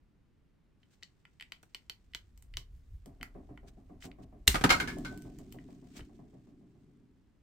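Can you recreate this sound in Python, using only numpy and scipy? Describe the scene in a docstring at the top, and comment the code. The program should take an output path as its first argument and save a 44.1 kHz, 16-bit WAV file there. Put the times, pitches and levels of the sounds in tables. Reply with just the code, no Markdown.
"""Small workshop, close above a workbench. A plastic automatic wire stripper is squeezed on a wire:
its jaws slip and ring the frame in creaks and clicks. The straining hands make the bench rumble and
set a loose object rocking. The insulation gives: the tool snaps, the hands bump the bench, metal
parts clatter, and the top shudders on while the tool is put down."""
import sys
import numpy as np
from scipy import signal
from scipy.fft import rfft, irfft, next_fast_len
from scipy.io import wavfile
from scipy.ndimage import map_coordinates

SR = 44100
rng = np.random.default_rng(int(sys.argv[2]) if len(sys.argv) > 2 else 0)


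def wav_record(signal):
    """Record a signal, one row per channel, as 16-bit PCM in the file named by sys.argv[1]."""
    frames = np.transpose(np.atleast_2d(signal))
    bounded = np.clip(frames, -1, 1)
    # unit amplitude maps onto the largest positive 16-bit level
    quanta = np.round(bounded * 32767).astype(np.int16)
    wavfile.write(sys.argv[1], SR, quanta)


N = 327618
AGE_S = np.arange(SR // 2) / SR  # time since a blow
SNAP_S = 4.478

# stripper frame modes: pitch_hz, width_hz, level_db
FRAME_MODES = [(938, 140, -4.5), (1387, 144, -6.5), (1937, 207, 1.5), (2370, 730, -5.5), (3026, 105, 4),
               (3540, 480, -4), (3835, 630, -2), (4500, 580, -2), (6050, 1030, -8), (7600, 570, -6)]
# slap on bench or handles: freq_hz, level_db
SLAP_SPECTRUM = [(100, -9), (390, 2.5), (560, -3), (780, 0.5), (970, -3.5), (1300, 3.5), (2200, -4.5),
                 (4200, -11.5), (8000, -18), (15000, -30.5)]
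# thud of the bench top: freq_hz, level_db
THUD_SPECTRUM = [(30, -23), (90, -6.5), (130, 3), (330, -2.5), (480, -13.5), (2000, -48)]


def amp(db):
    """Decibels to gain."""
    return 10 ** (np.asarray(db) / 20)


def unit_rms(x):
    """Scale to rms 1."""
    return x / np.sqrt(np.mean(x ** 2) + 1e-20)


def log_interp(points, hz):
    """Interpolate (freq_hz, value) points on a log axis."""
    freq_hz, values = np.transpose(points)
    return np.interp(np.log(hz + 1), np.log(freq_hz + 1), values)


def envelope(rows):
    """Gain per sample from (time_s, level_db) rows, silent before the first."""
    time_s, level_db = np.transpose(rows)
    return amp(np.interp(np.arange(N) / SR, time_s, level_db, left=-120))


def fade(start_s, level_db, db_per_s):
    """Gain per sample: starts at start_s, dies away."""
    age_s = np.arange(N) / SR - start_s
    return (age_s >= 0) * amp(level_db - db_per_s * np.maximum(age_s, 0))


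def decay(t60_s):
    """Exponential decay after a blow."""
    return amp(-60 * AGE_S / t60_s)


def add(track, start_s, sound):
    """Mix a sound into a track."""
    part = track[..., round(start_s * SR):][..., :sound.shape[-1]]
    part += sound[..., :part.shape[-1]]


def filtered(x, response):
    """Apply response(hz), scaled to keep the power of white noise."""
    size = 2 * next_fast_len(x.shape[-1] // 2 + SR // 4)
    gain = response(np.fft.rfftfreq(size, 1 / SR))
    return irfft(rfft(x, size) * gain / np.sqrt(np.mean(abs(gain) ** 2)), size)[..., :x.shape[-1]]


def coloured(x, spectrum):
    """Minimum-phase filter from (freq_hz, level_db) points."""
    def response(hz):
        cepstrum = irfft(np.log(amp(log_interp(spectrum, hz))))
        causal_fold = 1 + np.sign(np.fft.fftfreq(len(cepstrum)))
        return np.exp(rfft(cepstrum * causal_fold))
    return filtered(x, response)


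def resonate(x, modes):
    """Drive (pitch_hz, width_hz, level_db) modes of alternating sign."""
    def response(hz):
        return sum((-1) ** k * amp(db) * 1j * hz * width_hz / (pitch_hz**2 - hz**2 + 1j * hz * width_hz)
                   for k, (pitch_hz, width_hz, db) in enumerate(modes))
    return filtered(x, response)


def noise(side_db, size=N):
    """Stereo white noise; side_db sets the width."""
    mid, side = rng.standard_normal((2, size))
    return unit_rms(np.array([mid + amp(side_db) * side, mid - amp(side_db) * side]))


def burst(t60_s, side_db):
    """One decaying noise burst."""
    return noise(side_db, len(AGE_S)) * decay(t60_s)


def wobble(rate_hz):
    """Smooth random curve, rate_hz knots a second."""
    knots = rng.standard_normal(int(N * rate_hz / SR) + 4)
    return map_coordinates(knots, [np.arange(N) * rate_hz / SR])


def contacts(rows, side_db):
    """Each (start_s, level_db, t60_s) contact is a dying swarm of tiny impacts."""
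    power = np.zeros(N)
    for start_s, level_db, t60_s in rows:
        add(power, start_s, (amp(level_db) * decay(t60_s)) ** 2)
    return np.sqrt(power) * noise(side_db)


def room(x, wet_db):
    """Short workshop reverb, separate left and right tails."""
    # reverb time: freq_hz, t60_s
    reverb_times = [(100, 0.37), (3000, .16), (15000, 0.16)]
    hz, time_s, spectra = signal.stft(rng.standard_normal((2, len(AGE_S))), SR, nperseg=256)
    damping = amp(-60 * time_s / log_interp(reverb_times, hz)[:, None])
    tail = signal.istft(spectra * damping, SR, nperseg=256)[1]
    wet = signal.fftconvolve(x, tail / np.linalg.norm(tail[0]), axes=1)
    return x + amp(wet_db) * wet[:, :x.shape[-1]]


def strike(modes, treble_db, crack_t60_s, scatter_db):
    """A blow rings the modes and cracks; hands and bench scatter it at once."""
    # crack: freq_hz, level_db
    crack_spectrum = [(300, -24.5), (1100, -15.5), (2000, -8), (4500, -4.5), (8700, 2.5), (10000, -10),
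                      (13000, 0), (15500, -4.5)]
    ring = resonate(signal.unit_impulse(len(AGE_S)), modes)
    crack = coloured(burst(crack_t60_s, side_db=0), crack_spectrum)
    direct = ring / abs(ring).max() + amp(treble_db) * crack
    echoes = rng.standard_normal((2, len(AGE_S))) * decay(t60_s=0.014) * (1 - np.exp(-AGE_S / 0.0003))
    scatter = signal.fftconvolve(direct, echoes / np.linalg.norm(echoes[0]), axes=1)
    left, right = direct + amp(scatter_db) * scatter[:, :len(AGE_S)]
    return np.array([np.roll(left, 1), right])  # tool slightly to the right


def air():
    """Quiet, steady workshop air."""
    # room tone: freq_hz, level_db
    air_spectrum = [(20, -7.5), (140, -4), (300, -10), (480, -20.5), (620, -24.5), (2100, -30.5),
                    (3400, -36), (16000, -54)]
    return amp(-69.5) * coloured(noise(side_db=-4.5), air_spectrum)


def bench_rumble():
    """The top rumbles under the straining hands, lurches at the snap, comes to rest."""
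    # rumble under the hands: time_s, level_db
    strain = [(0, -71.5), (1.0, -77.5), (2.3, -61.5), (2.42, -55.5), (4.42, -57)]
    # hands lean on the bench: centre_s, level_db
    leans = [(2.57, -48.5), (2.76, -54), (2.95, -51), (6.02, -52)]
    # swaying top: freq_hz, level_db
    rumble_spectrum = [(15, -11), (35, 3), (75, -2), (110, -8.5), (400, -59)]
    lean_s, relax_db_per_s = 0.14, 5.5
    since_snap_s = np.maximum(np.arange(N) / SR - SNAP_S, 0)
    recoil = fade(SNAP_S, level_db=-39, db_per_s=24.5)
    push = envelope(strain) * amp(-relax_db_per_s * since_snap_s) + recoil
    for centre_s, level_db in leans:
        add(push, centre_s - lean_s / 2, amp(level_db) * np.hanning(int(lean_s * SR)))
    return push * coloured(noise(side_db=-22), rumble_spectrum)


def rubbing():
    """Grainy friction: fingers rustle, scrapes swell and fade, the freed cable settles."""
    # finger rustle: time_s, level_db
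    handling = [(.8, -83.5), (4.6, -85), (5.7, -77.5), (7.2, -91.5)]
    # skin, cable and tool scrapes: start_s, length_s, level_db
    scrapes = [(0.89, 0.087, -77), (3.661, 0.05, -64.5), (3.994, 0.098, -54.5), (4.215, 0.037, -66.5),
               (5.858, 0.25, -68), (5.949, 0.062, -58)]
    # friction: freq_hz, level_db
    skin_spectrum = [(300, -12.5), (1800, 2), (8500, -2), (10000, -17), (16000, -10)]
    cable = fade(start_s=4.644, level_db=-50.5, db_per_s=37.5)
    stroke = envelope(handling) + cable
    for start_s, length_s, level_db in scrapes:
        add(stroke, start_s, amp(level_db) * np.hanning(int(length_s * SR)))
    grain = unit_rms(amp(2.5 * wobble(rate_hz=250) + 1.7 * wobble(rate_hz=25)))
    return stroke * grain * coloured(noise(side_db=-1.9), skin_spectrum)


def frame_clicks():
    """The jaws creep along the insulation in slips that ring the frame; harder is brighter."""
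    # jaw slips, then the tool set down: start_s, level_db, centre_hz
    slips = [(0.8304, -59, 2640), (1.0256, -42.5, 2620), (1.0317, -39, 4300), (1.2517, -46, 1760),
             (1.3977, -42, 2400), (1.4087, -37.5, 2220), (1.4233, -38, 2350), (1.52, -32.5, 2700),
             (1.746, -31.5, 3000), (1.8963, -30.5, 3420), (2.1345, -43, 2400), (2.147, -28.5, 3420),
             (2.538, -43, 2430), (2.5692, -27, 3850), (3.211, -40.5, 2100), (3.2285, -30.5, 1580),
             (3.5744, -45, 1480), (4.023, -44.5, 2020), (4.1142, -48, 2380), (5.5856, -50, 1720),
             (5.991, -51, 2000), (6.006, -47.5, 2380)]
    firm_slip_db, firm_treble_db = -33, -16.5
    octave_loss_db = 12  # mode one octave from centre_hz
    pitch_hz, width_hz, mode_db = np.transpose(FRAME_MODES)
    out = np.zeros((2, N))
    for start_s, level_db, centre_hz in slips:
        grip_detune = 1 + rng.normal(0, 0.012, len(pitch_hz))
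        treble_db = firm_treble_db + level_db - firm_slip_db
        focus_db = np.maximum(-octave_loss_db * np.log2(pitch_hz / centre_hz) ** 2, treble_db)
        modes = np.transpose([pitch_hz * grip_detune, width_hz, mode_db + focus_db])
        click = strike(modes, treble_db + 0.5, crack_t60_s=0.0064, scatter_db=-4)
        knock = coloured(burst(t60_s=0.032, side_db=-14.5), SLAP_SPECTRUM)
        click += amp(level_db / 2 - 8) * knock  # harder slips knock the handles
        add(out, start_s + 0.0008, amp(level_db + 3.5) * room(click, wet_db=-7))
    thuds = [(start_s, 2 * db + 3, 0.06) for start_s, db, _ in slips]  # the hardest reach the bench
    return out + coloured(contacts(thuds, side_db=-15), THUD_SPECTRUM)


def strand_ticks():
    """Wire strands flick past an edge: thin cracks that hardly ring the frame."""
    # strand flicks: start_s, level_db
    flicks = [(1.629, -57.5), (2.376, -57), (2.424, -55), (3.0591, -52), (4.053, -50.5), (4.985, -50),
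              (5.1756, -51), (5.221, -53), (5.387, -51.5), (5.5242, -46)]
    out = np.zeros((2, N))
    for start_s, level_db in flicks:
        tick = strike(FRAME_MODES, treble_db=2.5, crack_t60_s=0.011, scatter_db=-9.5)
        add(out, start_s, amp(level_db) * room(tick, wet_db=-4.5))
    return out


def bench_bumps():
    """Hands and cable hit the bench: a slap plus a thud of the top."""
    # hits: start_s, slap_db, thud_db, t60_s
    hits = np.array([(1.632, -54, -60, 0.03), (4.544, -28, -34.5, 0.12), (4.555, -26, -37, 0.082),
                     (4.611, -35, -36.5, 0.091), (4.6392, -16.5, -19.5, 0.081),
                     (4.647, -31.5, -15.5, 0.079), (5.993, -53, -42.5, 0.095)])
    start_s, slap_db, thud_db, t60_s = hits.T
    slap = coloured(contacts(zip(start_s, slap_db, t60_s), side_db=-1.5), SLAP_SPECTRUM)
    thud = coloured(contacts(zip(start_s, thud_db, t60_s), side_db=-19), THUD_SPECTRUM)
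    return room(slap, wet_db=-8) + thud


def rocking_knocks():
    """(start_s, level_db, t60_s) knocks: swings shorten and weaken until the next shove."""
    # hands shove the loose object: start_s, level_db
    shoves = [(3.059, -55), (3.349, -50.5), (3.894, -55.5), (4.043, -50), (4.968, -46), (5.543, -54),
              (5.952, -59.5), (6.19, -57)]
    period_s, shrink_ratio, swing_loss_db, t60_s = 0.143, 0.99, 3.5, 0.35
    swings = np.arange(9)
    delay_s = period_s * (np.cumsum(shrink_ratio ** swings) - 1)
    ends_s = [start_s - period_s / 2 for start_s, _ in shoves[1:]] + [N / SR]
    return [(start_s + delay_s[k], level_db - swing_loss_db * k, t60_s)
            for (start_s, level_db), end_s in zip(shoves, ends_s)
            for k in swings if start_s + delay_s[k] < end_s]


def rocking_and_shudder():
    """A loose object knocks on the top, which rings with it and shudders on after the bumps."""
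    # rocking object: freq_hz, level_db
    knock_spectrum = [(100, -2), (370, 6), (490, 1), (720, 8), (880, -7), (1100, -5), (1400, -18.5),
                      (2000, -18), (4000, -41.5)]
    # ringing of the top: time_s, level_db
    shudder_levels = [(4.64, -37), (5.3, -51.5), (6.3, -59), (7.0, -63.5), (7.43, -81.5)]
    # bench modes: pitch_hz, width_hz, level_db
    bench_modes = [(127.16, 16, -1), (183, 41, -4), (230.2, 18, -0.5), (262.5, 11, 2), (296, 12, 0),
                   (362, 42, -8), (414, 36, -10)]
    knocks = rocking_knocks()
    rocking = coloured(contacts(knocks, side_db=-3), knock_spectrum)
    shudder = envelope(shudder_levels) * noise(side_db=-15)
    top = resonate(shudder + amp(5) * contacts(knocks, side_db=-18), bench_modes)
    return amp(-1) * rocking + top


def snap():
    """The insulation gives: jaws slam open, the spring jangles, recoil thumps the bench."""
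    # tear and spring: freq_hz, level_db
    jangle_spectrum = [(300, -14.5), (2000, -2.5), (4000, -4.5), (8700, -2.5), (10000, -9.5), (13000, -7),
                       (15500, -14.5)]
    # jaws at their stop: pitch_hz, width_hz, level_db
    jaw_modes = [(1990, 190, -4.5), (2760, 57, -2), (3670, 710, -4), (4150, 300, -0.5), (5180, 500, -13.5)]
    thump_hz = 68
    rips = [(SNAP_S - 0.0065, -43, 0.05), (SNAP_S - 0.0025, -25, 0.03)]
    tear = coloured(contacts(rips, side_db=-6), jangle_spectrum)
    slam = room(strike(jaw_modes, treble_db=-11, crack_t60_s=0.024, scatter_db=-7.5), wet_db=-9.5)
    jangle = coloured(burst(t60_s=0.29, side_db=-1.9), jangle_spectrum)
    thump = np.sin(2 * np.pi * thump_hz * AGE_S) * decay(t60_s=0.098) * (1 - np.exp(-AGE_S / 0.003))
    thud = coloured(contacts([(SNAP_S, -30, 0.12)], side_db=-16.5), THUD_SPECTRUM)
    out = tear + thud
    add(out, SNAP_S, amp(-2.1) * slam + amp(-31) * jangle + amp(-18.5) * thump)
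    return out


def metal_clatter():
    """Metal parts jump and settle; each contact weights their modes anew."""
    # loose parts land: start_s, level_db, t60_s
    landings = [(4.693, -26.5, 0.09), (4.703, -18.5, 0.099), (4.724, -26, 0.069), (4.746, -41, 0.152),
                (4.800, -29.5, 0.09), (4.875, -38.5, 0.16), (5.048, -42.5, 0.12)]
    # contact noise: freq_hz, level_db
    chatter_spectrum = [(200, -10.5), (1500, 2), (4500, -9), (8500, -16), (10000, -19), (15000, -24)]
    # part modes: pitch_hz, width_hz, level_db
    metal_modes = [(710, 86, -9), (1280, 90, -8.5), (1433, 74, 0.5), (1578, 36, 3), (2133, 39, 1),
                   (2270, 61, -4), (3185, 40, -5.5), (4180, 120, -3), (4960, 140, -10.5), (7240, 150, -14)]
    # parts ring on: start_s, pitch_hz, level_db, t60_s
    pings = [(4.704, 1577, -50, 0.21), (4.707, 1523, -40, 0.31), (4.877, 1710, -41.5, 0.29),
             (5.06, 1517, -43.5, 0.43)]
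    out = amp(-0.5) * coloured(contacts(landings, side_db=0.5), chatter_spectrum)
    for start_s, level_db, t60_s in landings:
        modes = [(hz, width_hz, db + rng.normal(0, 2.3)) for hz, width_hz, db in metal_modes]
        force = amp(level_db - 0.5) * burst(0.76 * t60_s, side_db=-0.5)
        add(out, start_s, resonate(force, modes))
    out = room(out, wet_db=-1.5)
    for start_s, pitch_hz, level_db, t60_s in pings:
        drift_rad = 0.0088 * np.cumsum(rng.standard_normal(len(AGE_S)))  # part buzzes on its support
        tone = np.sin(2 * np.pi * pitch_hz * AGE_S + drift_rad)
        add(out, start_s, amp(level_db) * decay(t60_s) * tone)
    return out


def scene():
    """Workshop air, tool, bench and hands."""
    background = air()
    tool = frame_clicks() + strand_ticks() + snap()
    bench = bench_bumps() + metal_clatter() + bench_rumble() + rocking_and_shudder()
    return background + tool + bench + rubbing()


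def record(dry):
    """Steep low-pass."""
    cutoff_hz = 15600
    return signal.sosfilt(signal.butter(12, cutoff_hz, fs=SR, output="sos"), dry)


dry = scene()
out = record(dry)
wav_record(out)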